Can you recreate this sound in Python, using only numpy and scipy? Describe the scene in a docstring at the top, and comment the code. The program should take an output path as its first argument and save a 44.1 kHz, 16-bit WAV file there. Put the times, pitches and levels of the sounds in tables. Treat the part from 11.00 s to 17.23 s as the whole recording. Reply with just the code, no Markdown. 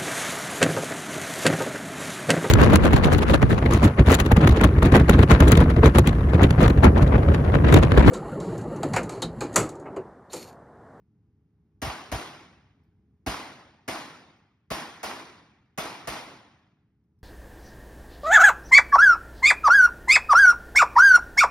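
"""Ventilation rumbles in a concrete indoor range: noise shaped like duct rumble, plus fan tones.
Soon a pistol fires four quick pairs of shots, a few metres from a stereo camera.
Each starts as a crack of noise with a thump of sinking pitch, then echoes return from nearby surfaces.
A slap comes back from the far wall and the long hall's tail dies away, treble first.
From the first pair on, spent brass cases tinkle faintly on the floor: short ticks and ringing tones."""
import sys
import numpy as np
from scipy import signal
from scipy.fft import rfft, irfft, next_fast_len
from scipy.io import wavfile
from scipy.ndimage import uniform_filter1d, map_coordinates

SR = 44100
rng = np.random.default_rng(int(sys.argv[2]) if len(sys.argv) > 2 else 0)


def dump(signal):
    """Clip the signal to [-1, 1] and save it as 16-bit WAV at the path in sys.argv[1]."""
    limited = np.clip(np.atleast_2d(signal).T, -1, 1)
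    pcm = np.round(limited * 32767).astype(np.int16)
    wavfile.write(sys.argv[1], SR, pcm)


N = 274743  # length in samples


def amp(db):
    """Turn decibels into a plain loudness factor."""
    return 10 ** (np.asarray(db) / 20)


def unit(x):
    """Scale a signal to an average strength (rms) of 1."""
    return x / np.sqrt(np.mean(x ** 2) + 1e-20)


def along(points, hz):
    """Read a table of (f/Hz, value) between its points, on a log frequency axis."""
    f, value = np.transpose(points)
    return np.interp(np.log(hz + 1), np.log(f + 1), value)


def add(track, s, sound):
    """Mix a sound into the track from time s (seconds) on, cutting what runs past the end."""
    part = track[:, round(s * SR):][:, :sound.shape[-1]]
    part += sound[..., :part.shape[-1]]


def swell(t, time):
    """Rise to 1 at the given time, then die away."""
    return (t / time * np.exp(1 - t / time)) ** 2


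def flutter(t, depth_db=0.74, rate=170):
    """Echoes arrive in clumps, so their level wanders between random points, rate of them a second."""
    knots = rng.standard_normal(int(t[-1] * rate) + 4)
    return amp(depth_db * map_coordinates(knots, [t * rate], order=1))


def arrival(t, delay, db, scatter, rise=0.0013):
    """Power of one wave front, smeared over the scatter time (s); rise is in seconds too."""
    age = np.maximum(t - delay, 0)
    return (amp(db) * (1 - np.exp(-age / rise)) * np.exp(-age / scatter)) ** 2


def fronts(t, paths):
    """Level of several wave fronts, each broken up by beams and posts."""
    power = sum(arrival(t, *path) for path in paths)
    return np.sqrt(power) * unit(flutter(t, depth_db=4.0, rate=760))


# how far the left microphone port leads the right: (f/Hz, phase/radians)
PORT_PHASE = [(100, -0.2), (400, -0.2), (600, 0.4), (1700, 0), (2200, 0.3), (2500, 1.5), (3100, 1.94),
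              (3750, 1), (4450, 1.2), (4950, -0.1), (5700, 0.9), (7700, 3.1), (11000, 6.24), (14300, 9.3),
              (15700, 10.2)]
# how alike the two ports sound: (f/Hz, likeness 0-1)
PORT_LIKENESS = [(60, 1), (250, 1), (550, 0.85), (2000, 0.66), (3300, .4), (4400, 0.42), (5300, 0.91),
                 (6500, 0.98), (7700, 1), (9500, 0.92), (15000, .85)]


def at_ports(white, spectrum):
    """Colour two white noises and blend them into a sound field of rms 1 at the two ports."""
    size = white.shape[-1]
    hz = np.fft.rfftfreq(size, 1 / SR)
    # the less alike the ports, the more of the second noise, with opposite signs at the two
    turn = np.arccos(np.clip(along(PORT_LIKENESS, hz), 0, 1)) / 2
    coloured = rfft(white) * amp(along(spectrum, hz))
    common, apart = coloured * [np.cos(turn), np.sin(turn)]
    lead = np.exp(.5j * along(PORT_PHASE, hz))  # half the phase goes to each port
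    return unit(irfft([(common + apart) * lead, (common - apart) / lead], size))


# the recorder's gain on the rumble through time: (t/s, level/dB)
RUMBLE_GAIN = [(0, -65), (.7, -64.5), (2.1, -63.5), (3.6, -72), (4.65, -67.5), (5.8, -70.5), (6.23, -66)]
# colour of the duct rumble: (f/Hz, relative level/dB)
VENT = [(15, -54), (30, -40), (45, -22), (62, -4.5), (95, -3.5), (160, -7), (250, -13.5), (340, -15.5),
        (372, -32.5), (460, -27), (560, -37.5), (850, -36), (2200, -46), (4000, -54), (6000, -56),
        (8000, -62), (16000, -66.5)]
# fan tones: (f/Hz, peak level/dB against the rumble's rms)
FAN = [(215, -14.5), (411.5, -16), (806, -32.5)]


def ventilation():
    """Steady duct rumble and fan tones, raised and lowered together by the recorder's automatic gain."""
    t = np.arange(N) / SR
    gain = amp(np.interp(t, *np.transpose(RUMBLE_GAIN)))
    rumble = at_ports(rng.standard_normal((2, next_fast_len(N))), VENT)[:, :N]
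    tones = sum(amp(db) * np.sin(2 * np.pi * (hz * t + rng.random())) for hz, db in FAN)
    return gain * (rumble + tones)


# colour of the direct crack of the muzzle: (f/Hz, relative level/dB)
CRACK = [(100, -15.5), (400, -2), (900, -1), (2200, 2.5), (3500, -9), (5400, -4.5), (8000, -7.5),
         (12000, -10), (16000, -19)]


def muzzle_crack(t):
    """Behind the muzzle the direct sound is thin: a burst of noise that fades in milliseconds."""
    noise = at_ports(rng.standard_normal((2, len(t))), CRACK)
    return noise * np.sqrt(arrival(t, delay=0, db=0, scatter=0.0056))


# resonances between the near walls: (f/Hz, level/dB before a small random change)
BAY = [(458, -3), (618, -5), (667, -4), (758, -3), (980, -11), (1135, -5), (2250, -17.5)]


def bay(t, swell_time=0.009, spread_db=0.99, port_spread=0.89):
    """The near walls pass the blast back and forth: their resonances swell and fade quickly."""
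    ring = 0
    for hz, db in BAY:
        level = amp(db + rng.normal(0, spread_db))
        # a random phase (radians), a little different at each port
        phase = rng.uniform(0, 2 * np.pi) + rng.normal(0, port_spread, (2, 1))
        ring = ring + level * np.sin(2 * np.pi * hz * t + phase)
    return ring * swell(t, swell_time)


# time the hall's sound takes to fall by 60 dB: (f/Hz, t/s)
HALL_T60 = [(100, 2.46), (300, 1), (900, 0.88), (2000, 0.96), (4000, 0.84), (6000, 0.77), (10000, 0.59),
            (16000, .42)]


def die_away(x, patchy_db=2.0):
    """Air and walls swallow the treble first; the fading is uneven, in random patches of pitch and time."""
    hz, t, z = signal.stft(x, SR, nperseg=512)
    patches = rng.standard_normal(z.shape[1:])
    patches = uniform_filter1d(patches, size=2, axis=0)  # smooth across pitch
    patches = uniform_filter1d(patches, size=5, axis=1)  # smooth through time
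    gain_db = patchy_db * unit(patches) - 60 * t / along(HALL_T60, hz)[:, None]
    return signal.istft(z * amp(gain_db), SR, nperseg=512)[1][:, :x.shape[-1]]


# colour of the hall's tail before it dies away: (f/Hz, relative level/dB)
HALL = [(40, -29.5), (130, -10.5), (210, -6), (310, 0), (480, -5), (800, 2), (1100, 0), (1600, -4),
        (2150, -5), (3000, -7), (4200, -9.5), (5400, -10.5), (7000, -15.5), (10000, -16.5), (16000, -27.5)]


def hall_tail(t, diffuse, build_s=0.0085):
    """The long hall fills with scattered sound, which then dies away unevenly."""
    return die_away(at_ports(diffuse, HALL)) * (1 - np.exp(-t / build_s)) * flutter(t)


# echoes from side walls and ceiling: (delay t/s, level/dB, scatter time t/s)
PATHS = [(.0072, 5.8, 0.0045), (0.0157, 5.2, .003), (.030, -8, .006)]
# colour of these echoes: (f/Hz, relative level/dB)
BLAST = [(40, -17.5), (150, -15), (400, -4.5), (700, 4), (1100, -15), (1500, -8), (2200, -5.5),
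         (3500, -19.5), (5400, -19), (8000, -16), (12000, -23), (16000, -22.5)]


def near_echoes(t, near):
    """The hard surfaces nearby return the blast as early wave fronts, which carry its weight."""
    return at_ports(near, BLAST) * fronts(t, PATHS)


# the late slap from the far wall and its scatter: (delay t/s, level/dB, scatter time t/s)
FAR_WALL = [(.0803, 5, .004), (.090, -7, .012)]
# colour of the slap: (f/Hz, relative level/dB)
SLAP = [(100, -20), (400, -6.5), (800, 5.5), (1500, -7.5), (2500, -6.5), (4000, -18.5), (7000, -30.5),
        (16000, -51)]


def far_slap(t, far):
    """The far wall sends back a late, duller wave front."""
    return at_ports(far, SLAP) * fronts(t, FAR_WALL)


# shots, also played by thumps(): (t/s, blast level/dB, reverberation level/dB,
# bass level/dB before the trims below, low ring level/dB, thump level/dB, starting thump f/Hz)
SHOTS = [(0.8175, -30.5, -31, -33, -30, -33, 140), (1.116, -30, -32, -30, -34.5, -25.5, 150),
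         (2.2626, -30.5, -30, -32, -29, -37.5, 140), (2.8782, -29.5, -31.5, -49.5, -31, -36.5, 140),
         (3.703, -31.5, -31, -47, -49, -32, 190), (4.0298, -30.5, -32, -60, -51, -46, 135),
         (4.7764, -29, -31, -50, -43, -31, 195), (5.0725, -28.5, -32, -44, -45, -36, 140)]


def pistol(same=.45, bay_db=-4.5):
    """Each shot: a dry crack, wall resonances, hard early echoes, a far slap and the hall's tail."""
    out, t = np.zeros((2, N)), np.arange(3 * SR // 2) / SR
    walls = rng.standard_normal((3, 2, len(t)))
    for s, blast_db, hall_db, *_ in SHOTS:
        # the shooter barely moves, so part of the echo pattern repeats from shot to shot
        fresh = rng.standard_normal(walls.shape)
        near, far, diffuse = np.sqrt(same) * walls + np.sqrt(1 - same) * fresh
        blast = muzzle_crack(t) + amp(bay_db) * bay(t) + near_echoes(t, near) + far_slap(t, far)
        add(out, s, amp(blast_db) * blast + amp(hall_db) * hall_tail(t, diffuse))
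    return out


# colour of the boom: (f/Hz, relative level/dB)
BASS = [(20, -15.5), (45, -5.5), (90, -0.5), (170, -8.5), (300, -17.5), (600, -36.5), (2000, -97.5)]


def boom(t, push_s=0.018, linger_db=-11, linger_t60=0.4):
    """The bass of a blast: one push, then the hall's lowest modes linger."""
    linger = amp(linger_db - 60 * t / linger_t60) * (1 - np.exp(-t / push_s))
    return at_ports(rng.standard_normal((2, len(t))), BASS) * (swell(t, push_s) + linger)


# the space between floor and beams: (f/Hz, swell time t/s)
LOW_RING = (270, 0.0086)


def low_ring(t):
    """The space between floor and beams rings briefly at one low pitch."""
    hz, swell_s = LOW_RING
    return swell(t, swell_s) * np.sin(2 * np.pi * hz * t)


SWELL_CYCLES = 1.05  # swings peak after about one cycle of their starting pitch: low ones last longer
DEEP_HZ, DEEP_DB = 58, 0.5  # the deepest swing; its level is against the bass level it is given
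SAG_S = 0.045  # a thump's pitch sinks by a factor of e in this time


def low_end(t, bass_db, thump_db, thump_hz, port_gap_s=.0006):
    """The air swings after a blast: a quick, sinking thump over a deep, slow one."""
    ports = np.array([t, t + port_gap_s])  # the two ports get the swings a moment apart
    cycles = thump_hz * SAG_S * (1 - np.exp(-ports / SAG_S))
    thump = swell(t, SWELL_CYCLES / thump_hz) * np.sin(2 * np.pi * cycles)
    deep = swell(t, SWELL_CYCLES / DEEP_HZ) * np.sin(2 * np.pi * DEEP_HZ * ports)
    return amp(thump_db) * thump + amp(bass_db + DEEP_DB) * deep


THUMP_LAG_S = 0.005  # a shot's thump follows its crack
# a second heavy thump follows the first shot:
# (t/s, bass level/dB before the DEEP_DB trim, thump level/dB, starting thump f/Hz)
LATE_THUMP = (0.87, -38, -29, 140)


def thumps(boom_db=-4):
    """The weight of each shot: a boom, the ring between floor and beams and the swinging air."""
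    out, t = np.zeros((2, N)), np.arange(SR) / SR
    for s, _, _, bass_db, ring_db, thump_db, thump_hz in SHOTS:
        add(out, s, amp(bass_db + boom_db) * boom(t) + amp(ring_db) * low_ring(t))
        add(out, s + THUMP_LAG_S, low_end(t, bass_db, thump_db, thump_hz))
    late_s, *late_swing = LATE_THUMP
    add(out, late_s, low_end(t, *late_swing))
    return out


# bounces of brass on concrete: (t/s, level/dB before the common level_db trim)
CASE_HITS = [(1.835, -75), (3.37, -76), (5.5894, -80), (6.039, -82.5), (6.1888, -73)]
# ringing tones of a case: (f/Hz, level/dB before a small random change, time to fall by 60 dB t/s)
BRASS = [(5150, -5, .06), (5450, -9, .05), (8940, -16, .12), (12350, -10, .2), (12520, -13, .16)]


def cases(tick_db=-6, tick_t60=0.043, level_db=-6):
    """Each bounce of a spent case ticks and rings its modes at new strengths."""
    out, t = np.zeros((2, N)), np.arange(SR // 2) / SR
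    for s, db in CASE_HITS:
        ring = 0
        for hz, mode_db, t60 in BRASS:
            fade = amp(mode_db + rng.normal(0, 1) - 60 * t / t60)
            ring = ring + fade * np.sin(2 * np.pi * (hz * t + rng.random((2, 1))))
        tick = amp(tick_db - 60 * t / tick_t60) * rng.standard_normal((2, len(t)))
        add(out, s, amp(db + level_db) * (ring + tick))
    return out


def scene():
    """Everything heard in the range."""
    return ventilation() + pistol() + thumps() + cases()


def record(dry, ceiling_db=-18, low_cut_hz=35, top_hz=16150, edge_hz=500):
    """The camera rounds off the highest peaks, weakens the deepest bass and cuts all above top_hz."""
    held = dry / (1 + (dry / amp(ceiling_db)) ** 4) ** (1 / 4)
    low_cut = signal.butter(2, low_cut_hz, "highpass", fs=SR, output="sos")
    held = signal.sosfilt(low_cut, held)
    size = next_fast_len(N + SR)
    # the treble fades out smoothly over the last edge_hz below top_hz
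    edge = np.clip((top_hz - np.fft.rfftfreq(size, 1 / SR)) / edge_hz, 0, 1)
    return irfft(rfft(held, size) * np.sin(np.pi / 2 * edge) ** 2, size)[:, :N]


dry = scene()
out = record(dry)
dump(out)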